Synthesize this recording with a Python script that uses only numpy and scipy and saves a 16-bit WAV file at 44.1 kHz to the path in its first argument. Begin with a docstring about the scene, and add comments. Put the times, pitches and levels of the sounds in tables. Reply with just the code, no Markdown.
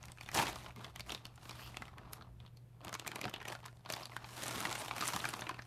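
"""A thin plastic packet of sticky notes is dropped on an open paper notebook, nudged about and then dragged off the page.
Carried, landing and pushed, its film rustles grainily in filtered noise, and creases snap in short ringing bursts.
The landing bounces excite brief resonances, the packet's weight thuds softly, and gliding bands of noise make swishes.
A mains hum, a low rumble and faint hiss fill the small, dry room; one close microphone."""
import sys
import numpy as np
from scipy import signal
from scipy.fft import rfft, irfft, next_fast_len
from scipy.io import wavfile
from scipy.ndimage import uniform_filter1d, map_coordinates

SR = 44100
rng = np.random.default_rng(int(sys.argv[2]) if len(sys.argv) > 2 else 0)


def pcm_store(signal):
    """Save signal as 16-bit PCM."""
    levels = np.round(np.clip(np.atleast_2d(signal), -1, 1) * 32767)
    wavfile.write(sys.argv[1], SR, levels.astype(np.int16).T)


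N = 249606


def from_db(db):
    """Decibels to amplitude gain."""
    return 10 ** (np.asarray(db) / 20)


def rms_one(x):
    """Scale to an rms of one."""
    return x / np.sqrt(np.mean(x ** 2) + 1e-20)


def in_time(rows):
    """The columns of a curve table, interpolated at every sample."""
    s, *columns = np.transpose(rows)
    return [np.interp(np.arange(N) / SR, s, column) for column in columns]


def drift(rate):
    """Random wander of spread one, in straight lines between `rate` random points a second."""
    knots = rng.standard_normal(4096)
    wander = np.interp(np.arange(N) / SR * rate, np.arange(len(knots)), knots)
    return wander * np.sqrt(3 / 2)  # makes up for the spread lost between points


def band(x, low_hz, high_hz, order=3):
    """Butterworth band-pass."""
    edges = [low_hz, min(high_hz, SR / 2 - 1000)]
    return signal.sosfilt(signal.butter(order, edges, "band", fs=SR, output="sos"), x)


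def coloured(x, spectrum):
    """Give each row of x a smooth spectrum, causally (minimum phase)."""
    size = next_fast_len(x.shape[-1], True) * 2
    hz, db = np.transpose(spectrum)
    bins_hz = np.arange(size // 2 + 1) * SR / size
    log_gain = np.log(from_db(np.interp(np.log(bins_hz + 1), np.log(hz), db)))
    # folding the cepstrum forward in time gives minimum phase
    cepstrum = irfft(log_gain)[:size // 2]
    cepstrum[1:] *= 2
    response = np.exp(rfft(cepstrum, size))
    return irfft(rfft(x, size) * response)[..., :x.shape[-1]]


def resonance(x, hz, width_hz):
    """Two-pole resonance with a gain of one on top."""
    r = np.exp(-np.pi * width_hz / SR)
    top = (1 - r * r) / 2
    return signal.lfilter([top, 0, -top], [1, -2 * r * np.cos(2 * np.pi * hz / SR), r * r], x)


def narrow_noise(hz, width_hz):
    """Noise in a narrow band round a steady or gliding pitch; rms one."""
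    lowpass = signal.butter(2, width_hz / 2, fs=SR, output="sos")
    spread = signal.sosfilt(lowpass, rng.standard_normal((2, len(hz))))
    phase = 2 * np.pi * np.cumsum(hz) / SR
    return rms_one(spread[0] * np.cos(phase) + spread[1] * np.sin(phase))


# Colour of the quiet room's noise. Each row: frequency in Hz, relative level in dB.
ROOM_COLOUR = [(20, -4.5), (33, -25), (48, 6), (68, 6), (100, 0), (175, -3), (260, -15), (500, -19),
               (1200, -29.5), (2500, -33.5), (6000, -42), (13000, -39.5), (15500, -57)]
# The room's low rumble. Each row: time in seconds, gain in dB on the lows of the room noise.
RUMBLE_CURVE = [(0, -57.5), (1.3, -61.5), (1.7, -61.5), (2.4, -58), (2.8, -70), (5.66, -64)]
HUM_HZ, HUM_DB, HISS_DB = 119.9, -60.0, -59


def background(waver_db=1.3, blur_db=-12.5, blur_width_hz=28.0):
    """A wavering, slightly blurred mains hum over rumble and faint hiss."""
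    tone = np.sqrt(2) * np.sin(2 * np.pi * HUM_HZ * np.arange(N) / SR)
    blur = from_db(blur_db) * narrow_noise(np.full(N, HUM_HZ), blur_width_hz)
    hum = (tone + blur) * from_db(HUM_DB + waver_db * drift(12))
    air = rms_one(coloured(rng.standard_normal(N), ROOM_COLOUR))
    rumble = signal.sosfilt(signal.butter(1, 200, fs=SR, output="sos"), air)
    hiss = air - rumble
    rumble_db, = in_time(RUMBLE_CURVE)
    return hum + from_db(rumble_db) * rumble + from_db(HISS_DB) * hiss


RUSTLE_RISE_SHARE, RELEASE_S = 0.32, 0.035  # a long rustle swells slowly: rise is a share of length
# the film's upper ranges against its body; the crackle takes a share of the brightness
CRACKLE_DB, SIZZLE_DB, CRACKLE_FOLLOWS = -2.5, -13, 0.44


def stroke(start, end, rise_s, db, bright_db):
    """Power of one movement, swelling, holding and dying away, in the body, crackle and sizzle ranges."""
    t = np.arange(N) / SR
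    before, after = np.maximum(start - t, 0), np.maximum(t - end, 0)
    envelope = np.exp(-before / rise_s - after / RELEASE_S) + 1e-9
    ranges = (0, CRACKLE_DB + CRACKLE_FOLLOWS * bright_db, SIZZLE_DB + bright_db)
    return np.array([(envelope * from_db(db + range_db)) ** 2 for range_db in ranges])


# Rustles of the film as the packet is carried, lands and is pushed over the page.
# Each row: start in seconds, length in seconds, level in dB before the range gains, brightness in dB.
RUSTLE_ROWS = [(0.015, 0.091, -62, 2.5), (0.2, 0.094, -65.5, 10), (0.361, 0.044, -36, 7),
               (0.412, 0.087, -45, 3.5), (0.52, 0.1, -56.5, 7.5), (0.648, 0.033, -55.5, 1),
               (0.789, 0.1, -56, -1), (0.957, 0.052, -63, 1), (1.086, 0.066, -54, 6),
               (1.176, 0.12, -65, -7), (1.444, 0.16, -58, 6.5), (1.61, 0.098, -58.5, 5.5),
               (1.742, 0.13, -61.5, 2), (1.961, 0.22, -58.5, -17.5), (2.173, 0.11, -63, -24),
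               (2.119, 0.036, -72.5, 15), (2.406, 0.037, -67.5, -3), (2.837, 0.1, -55, -8),
               (3.078, 0.16, -51, -5), (3.233, 0.013, -46.5, -4), (3.35, 0.13, -57.5, -4),
               (3.476, 0.061, -50, 1.5), (3.633, 0.049, -60.5, -5), (3.69, 0.08, -73.5, 9),
               (3.91, 0.12, -52, 2.5), (4.095, 0.07, -60, 5)]
# The long drag off the page. Each row: time in seconds, level in dB before the range gains, brightness in dB.
DRAG_CURVE = [(4.2, -59.5, -4), (4.28, -59.5, 11), (4.43, -47.5, 8.5), (4.7, -45, 6), (4.8, -47.5, 9.5),
              (4.93, -50.5, 2), (5.07, -47, 15), (5.14, -47, 9), (5.27, -48.5, 8.5), (5.4, -50.5, 2),
              (5.52, -55, -6.5), (5.657, -69.5, 11)]
DRAG_RISE_S = 0.02
RESTING_DB, RESTING_BRIGHT_DB = -84, -7  # the film stirs faintly throughout


def rubbing_levels():
    """Rustles, then the drag, over a faint resting stir; dB in the body, crackle and sizzle ranges."""
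    end = (N - 1) / SR
    power = stroke(0, end, DRAG_RISE_S, RESTING_DB, RESTING_BRIGHT_DB)
    power += stroke(DRAG_CURVE[0][0], end, DRAG_RISE_S, *in_time(DRAG_CURVE))
    for s, length, db, bright_db in RUSTLE_ROWS:
        power += stroke(s, s + length, RUSTLE_RISE_SHARE * length, db, bright_db)
    return 10 * np.log10(power)


# the rate of buckling at a reference rubbing level, and how far it follows that level
CRINKLES_PER_S, CRINKLES_AT_DB, CRINKLES_FOLLOW = 190.0, -48.0, 0.45


def buckling(level_db, size_db=5.0):
    """Small creases buckle at random moments, more often the harder the film is rubbed."""
    sizes = from_db(size_db * rng.exponential(1, N).clip(0, 2.8))
    per_s = CRINKLES_PER_S * from_db(CRINKLES_FOLLOW * (level_db - CRINKLES_AT_DB))
    return (rng.random(N) < per_s / SR) * sizes * rng.choice([-1, 1], N)


def crinkles(buckles, low_hz, high_hz, facet_q=7.4, click_db=-17.5, count=16):
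    """Each buckle clicks and rings up to three of the film's many facets in this range."""
    dealt = rng.integers(0, count, (3, N))
    rings = np.zeros(N)
    for k, hz in enumerate(np.geomspace(high_hz / 4, high_hz * .9, count)):
        struck = buckles * (dealt == k).any(axis=0) + 1e-18
        rings += resonance(struck, hz, hz / facet_q) * (-1) ** k
    return rings + from_db(click_db) * buckles


# Colour of film on paper, heard in rubbing and snaps. Each row: frequency in Hz, relative level in dB.
FILM_COLOUR = [(100, 11), (200, 0.5), (330, 0), (480, -5), (680, 0.5), (1100, 0), (1600, -4.5), (2500, -5),
               (4000, -7.5), (6000, -9), (8500, -11.5), (12500, -14), (14500, -20), (16000, -31)]
# The body, crackle and sizzle ranges of the film, for rubbing and snaps. Each row: low edge in Hz, high edge
# in Hz, snap decay in seconds, snap gain in dB, rubbing gain in dB, weight of crinkles from 0 to 1.
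FILM_RANGES = [(147, 1380, 0.0048, -3, -0.63, 0.92), (1305, 4860, 0.0041, -0.5, -3.5, 1.0),
               (4730, 14800, 0.0017, -0.5, -0.5, 0.67)]
# How much of the rubbing is crinkling rather than smooth sliding.
# Each row: time in seconds, share from 0 to 1 before the range's weight.
CRINKLING_CURVE = [(0, 0.4), (.35, 0.37), (1.2, 0.33), (1.45, 0.24), (1.7, 0.14), (2.25, 0.4), (2.8, 0.75),
                   (4.1, 0.76), (4.3, 0.16), (4.8, 0.45), (5.6, 0.43)]


def rubbing(slips_per_s=380.0, slip_db=2.0, slip_s=0.0019, smooth_share=0.45, flutter_db=3.5, jerk_db=1.9):
    """Tiny slips crowd into a grainy friction hiss, and small creases crinkle among them."""
    slip_power = from_db(slip_db * np.minimum(rng.exponential(1, N), 4)) ** 2
    slips = (rng.random(N) < slips_per_s / SR) * slip_power
    power = signal.lfilter([1], [1, -np.exp(-1 / (slip_s * SR))], slips + 1e-18)
    smooth = np.clip(smooth_share, 0, 1)
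    grain = np.sqrt(smooth + (1 - smooth) * power / power.mean())
    crinkling, = in_time(CRINKLING_CURVE)
    levels_db = rubbing_levels()
    buckles = buckling(levels_db[0])
    out = np.zeros(N)
    for (low, high, _, _, rub_db, weight), level_db in zip(FILM_RANGES, levels_db):
        share = np.clip(weight * crinkling, 0, 1)
        flutter = from_db(flutter_db * np.sqrt(share) * drift(70))
        friction = grain * rng.standard_normal(N) * flutter
        layers = np.array([friction, crinkles(buckles, low, high)])
        friction, crinkle = band(coloured(layers, FILM_COLOUR), low, high)
        # even out the crinkles' average strength so that it follows the rubbing
        crinkle = rms_one(crinkle)
        crinkle /= np.sqrt(uniform_filter1d(crinkle ** 2, SR // 16) + .02)
        mix = np.sqrt(1 - share) * rms_one(friction) + np.sqrt(share) * crinkle
        out += from_db(level_db + rub_db) * mix
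    # the packet moves in small jerks
    return out * from_db(jerk_db * crinkling * drift(55))


def page_echo(x, delay_s=0.000796, wander=0.34, echo_db=-16.5):
    """The page reflects the packet; the gap between them keeps changing, and the colour with it."""
    gain = from_db(echo_db)
    delay = delay_s * SR * np.exp(wander * drift(7.6))
    echo = map_coordinates(x, [np.arange(N) - delay], order=3)
    return (x + gain * echo) / np.sqrt(1 + gain ** 2)


# The loudest creases snapping. Each row: time of the buckle in seconds, strength in dB before the range gains,
# sizzle relative to strength in dB, pitch of the facet in Hz.
SNAP_ROWS = [(0.029, -61, 5, 6290), (0.0381, -54, -11, 2190), (0.055, -59, 5, 1090),
             (0.0835, -56.5, -5, 2080), (0.119, -57.5, 5.5, 8200), (0.174, -60, -8, 1500),
             (0.1843, -54.5, -13, 2500), (0.2104, -48, -5, 2570), (0.232, -58, -7, 3300),
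             (0.2612, -54, -7, 3190), (0.2746, -60, -19, 1440), (0.2888, -45, -8, 2080),
             (0.3158, -50, -1, 2000), (0.3449, -43.5, 4, 910), (0.349, -41.5, 4.5, 990),
             (0.373, -40, -0.5, 5700), (0.388, -36.5, -6, 2390), (0.398, -37, -12, 1470),
             (0.416, -42, -5, 4370), (0.4345, -43, -19, 2300), (0.4688, -40, -12, 2300),
             (0.481, -45, -3, 3420), (0.558, -44, -7, 880), (0.662, -45.5, -31, 990),
             (0.7063, -55, -17, 2380), (0.7614, -54, -5, 1080), (0.8103, -55, -20, 1290),
             (0.8451, -46.5, -9, 3120), (0.8787, -64, -19, 1030), (0.9599, -48.5, -1, 3230),
             (0.9961, -49, -1.5, 2260), (1.006, -47, -0.5, 4630), (1.0945, -44, -9.5, 2700),
             (1.1041, -44.5, -16, 3740), (1.1205, -42, -2.5, 3500), (1.1481, -44.5, -1, 3800),
             (1.1768, -57, -15, 3360), (1.2536, -48.5, -2, 3160), (1.2665, -60.5, 0, 6200),
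             (1.3583, -70, 7.5, 9400), (1.3777, -57.5, -24, 765), (1.456, -56, -11, 1200),
             (1.494, -48.5, -3, 3650), (1.5096, -50.5, -4, 5150), (1.5932, -52, -19, 1550),
             (1.7438, -54, -18, 2290), (1.77, -42.5, -6.5, 2450), (1.821, -43.5, -12.5, 1380),
             (1.8543, -57.5, -7, 3120), (1.881, -49, -23, 1310), (1.9382, -63, -20, 1120),
             (1.9827, -51.5, -11.5, 1790), (2.0957, -64, -16, 1200), (2.1327, -50.5, 7, 11400),
             (2.2105, -54.5, -26, 1260), (2.2222, -60, -11, 4200), (2.402, -60.5, -14, 3360),
             (2.4628, -61.5, -10, 3560), (2.477, -67, -15, 3200), (2.5715, -67.5, 6, 4200),
             (2.848, -48.5, -2, 714), (2.8701, -51, -21, 1120), (2.8809, -46.5, -10, 590),
             (2.8929, -49.5, -4, 1530), (2.9285, -42, -8, 1190), (2.9412, -46.5, 5, 6900),
             (2.951, -41.5, -7, 1140), (2.9966, -46.5, 1, 3020), (3.015, -63, -15, 2150),
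             (3.0473, -52, -23, 1220), (3.0639, -44.5, -16, 1870), (3.0697, -51, 3, 9000),
             (3.077, -43, 3.5, 2480), (3.1167, -43.5, -12, 1570), (3.158, -43, -1.5, 2330),
             (3.1715, -57, -19, 1130), (3.214, -44.5, 0.5, 2410), (3.2416, -38, -22, 550),
             (3.254, -37.5, -17, 735), (3.28, -43.5, -33, 1340), (3.2961, -49, -3, 603),
             (3.3397, -40, -8.5, 3100), (3.3612, -48.5, -14, 3050), (3.402, -51.5, -24, 2320),
             (3.4147, -49, -22, 1800), (3.428, -54.5, -8, 1880), (3.4535, -45, -11, 1940),
             (3.4828, -45, -0.5, 2660), (3.5237, -41, -12, 1010), (3.551, -48, -23, 1500),
             (3.641, -51, -24, 950), (3.6545, -49, -14, 1000), (3.6604, -48, -2, 1020),
             (3.6816, -54, -12, 1470), (3.86, -46.5, -24, 1070), (3.9012, -37.5, -7, 630),
             (3.924, -44.5, 4, 1020), (3.9365, -41.5, -1.5, 4700), (3.9523, -57, 2, 1160),
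             (3.9632, -51, -3, 2325), (4.0322, -51, -7, 5000), (4.0555, -50.5, 4.5, 4170),
             (4.119, -52, -20, 1110), (4.1345, -57, -18, 1820), (4.1656, -39.5, -11.5, 1530),
             (4.244, -46.5, -30, 900), (4.29, -53, -9, 1070), (4.3677, -57.5, 0, 3900),
             (4.4314, -44, -3, 563), (4.4358, -44.5, 2.5, 585), (4.465, -47.5, 3, 1200),
             (4.481, -47, 6.5, 9600), (4.5093, -43, -3, 646), (4.558, -51, 3, 2870),
             (4.6046, -41, -1, 1260), (4.6525, -33.5, -14, 1850), (4.659, -44, -22, 1680),
             (4.712, -41, -8, 1000), (4.7271, -43, 0, 7160), (4.7549, -43.5, -3, 2200),
             (4.848, -50, -1, 1080), (4.8816, -48, -19, 3600), (4.911, -36, -32, 960),
             (4.964, -44.5, -3, 930), (4.982, -46.5, -2, 2380), (5.0086, -40.5, -7, 2470),
             (5.0127, -41.5, -2, 4340), (5.023, -37, -20, 1270), (5.03, -41, -22, 1180),
             (5.0545, -42.5, -20, 1920), (5.0783, -52, 18, 9000), (5.085, -38.5, -0.5, 1240),
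             (5.135, -40, -7, 890), (5.1625, -35, -5, 1100), (5.202, -45.5, -7, 3680),
             (5.2422, -38, -24, 1570), (5.2533, -35, -9.5, 1610), (5.289, -46, 4, 10000),
             (5.338, -37, -10, 1130), (5.393, -49.5, -4, 2450), (5.4095, -58.5, 12.5, 5570),
             (5.4203, -41, -22, 1560), (5.445, -72, -12, 3790), (5.4678, -43.5, -28, 2240),
             (5.4926, -37.5, -11.5, 1040), (5.5111, -47, -22, 1700), (5.5438, -50.5, -15, 2520),
             (5.5911, -44.5, -30, 1700), (5.621, -55, -7, 5800)]
# the smaller the facet, the higher it rings and the more it crackles against the body
MIDDLE_FACET_HZ, CRACKLE_GAIN_DB_PER_OCTAVE = 1516, 2


def snap_levels():
    """Level of every snap in the body, crackle and sizzle ranges, in dB before the range gains."""
    _, db, sizzle_db, hz = np.transpose(SNAP_ROWS)
    octaves = np.clip(np.log2(hz / MIDDLE_FACET_HZ), -.5, 1.3)
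    return db, db + CRACKLE_GAIN_DB_PER_OCTAVE * octaves, db + sizzle_db


def snaps(facet_db=12.5, facet_q=5.2, tail_db=-21.5, tail_s=0.021,
          neighbour_db=9.5, neighbour_q=27.0, neighbour_octaves=0.707,
          lead_in_db=-13.0, lead_in_s=0.0061, crack_db=4.0, crack_s=0.00053):
    """A crease buckles and dies in milliseconds; its facet rings at its own pitch and a neighbour joins in."""
    lead = SR // 100  # samples before the buckle
    table = np.array(SNAP_ROWS)
    times, facets_hz = table[:, 0], table[:, 3]
    t = (np.arange(2560) - lead) / SR
    age = abs(t)
    out = np.zeros(N + len(t))
    detune = 2 ** (neighbour_octaves * rng.uniform(-1, 2, len(table)))
    neighbours_hz = np.minimum(facets_hz * detune, SR / 3)
    # noise swells for a few milliseconds before each snap
    lead_in = from_db(lead_in_db) * np.exp(-age / lead_in_s)
    for (low, high, decay_s, snap_db, _, _), levels_db in zip(FILM_RANGES, snap_levels()):
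        # a sharp crack, the buckle itself, then a faint shiver spreading through the film
        crack = from_db(crack_db) * np.exp(-age / crack_s)
        shiver = from_db(tail_db) * np.exp(-age / tail_s)
        envelope = np.where(t < 0, lead_in, crack + np.exp(-age / decay_s) + shiver)
        bursts = rng.standard_normal((len(table), len(t))) * envelope
        for i, (hz, near_hz) in enumerate(zip(facets_hz, neighbours_hz)):
            facet = from_db(facet_db) * resonance(bursts[i], hz, hz / facet_q)
            neighbour = from_db(neighbour_db) * resonance(bursts[i], near_hz, near_hz / neighbour_q)
            bursts[i] += facet + neighbour
        bursts = band(coloured(bursts, FILM_COLOUR), low, high)
        # level is set over the first 5 ms of the buckle
        bursts /= bursts[:, lead:lead + SR // 200].std(axis=1, keepdims=True)
        for s, db, burst in zip(times, levels_db, bursts):
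            start = int(np.clip(s * SR - lead, 0, N))
            out[start:start + len(t)] += from_db(db + snap_db) * burst
    return out[:N]


# The packet lands in a quick run of bounces.
# Each row: time in seconds, strength in dB before mode levels and scatter.
LANDING_BOUNCES = [(0.348, -29), (0.362, -36.5), (0.380, -22), (0.389, -23), (0.3975, -22), (0.412, -25),
                   (0.429, -29), (0.466, -35)]
# Resonances of the packet on the page. Each row: frequency in Hz, width in Hz, relative level in dB.
PACKET_MODES = [(106, 27, -20.5), (161, 25, -21), (675, 15, -22), (843, 25, -17), (870, 120, -10.5),
                (917, 24, -16.5), (2380, 5.8, -29)]


def landing(scatter_db=-1.5):
    """Every bounce sets the packet's resonances ringing, each with a strength of its own."""
    s, db = np.transpose(LANDING_BOUNCES)
    out = np.zeros(N)
    for hz, width, mode_db in PACKET_MODES:
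        contacts = np.full(N, 1e-18)
        scatter = scatter_db * rng.standard_normal(len(s))
        contacts[(s * SR).astype(int)] = from_db(db + mode_db + scatter)
        out += resonance(contacts, hz, width) * SR / (2 * np.pi * width)
    return out


# The weight of the packet shifting on the notebook. Each row: start in seconds, level at the peak in dB.
THUD_ROWS = [(0.376, -52.5), (0.767, -49.5), (1.127, -55), (1.5, -66), (1.8, -54.5), (2.19, -61),
             (2.857, -50.5), (3.252, -46), (4.56, -48), (5.136, -45.5)]


def thuds(low_hz=74.5, high_hz=258.0, swell_s=0.0096):
    """Soft, dull thuds of the packet on the pages: low noise that swells and fades."""
    t = np.arange(N) / SR
    push = np.zeros(N)
    for s, db in THUD_ROWS:
        age = np.maximum(t - s, 0) / swell_s
        push += from_db(db) * age * np.exp(1 - age)
    return push * rms_one(band(rng.standard_normal(N), low_hz, high_hz, order=2))


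# Sliding film hisses in narrow bands that glide as it bends.
# Each row: start in seconds, length in seconds, level at the peak in dB, first pitch in Hz, last pitch in Hz.
SWISH_ROWS = [(1.395, 0.15, -74, 11900, 11800), (1.53, 0.21, -67, 11800, 12900),
              (1.534, 0.22, -59.5, 2810, 3080), (1.541, 0.2, -62.5, 4900, 4500),
              (4.547, 0.11, -54, 9350, 9800), (4.761, 0.065, -49.5, 8400, 9800),
              (4.97, 0.061, -55, 12000, 12800)]


def swishes(q=5.2):
    """Each glide of the film is a gliding band of noise that swells and fades smoothly."""
    out = np.zeros(N)
    for s, length, db, first_hz, last_hz in SWISH_ROWS:
        start, size = int(s * SR), int(length * SR)
        hiss = narrow_noise(np.linspace(first_hz, last_hz, size), first_hz / q)
        out[start:start + size] += from_db(db) * np.hanning(size) * hiss
    return out


def reflections(x, t60=0.28, wall_hz=6000.0):
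    """The dull, diffuse answer of a small furnished room: decaying noise after a 6 ms gap."""
    t = np.arange(SR // 2) / SR
    noise = band(rng.standard_normal(len(t)), 113.4, wall_hz, order=1)
    tail = noise * from_db(-60 * t / t60) * (t > .006)
    return signal.fftconvolve(x, tail / np.linalg.norm(tail))[:N]


def scene(room_db=-19.5):
    """The packet close by, its reflections and the room's own sound."""
    packet = page_echo(rubbing()) + snaps() + landing() + thuds() + swishes()
    return (packet + from_db(room_db) * reflections(packet) + background())[None]


CUTOFF_HZ = 16300


def record(dry):
    """The top of the treble is cut steeply by an elliptic low-pass."""
    return signal.sosfilt(signal.ellip(10, .1, 80, CUTOFF_HZ, fs=SR, output="sos"), dry)


dry = scene()
out = record(dry)
pcm_store(out)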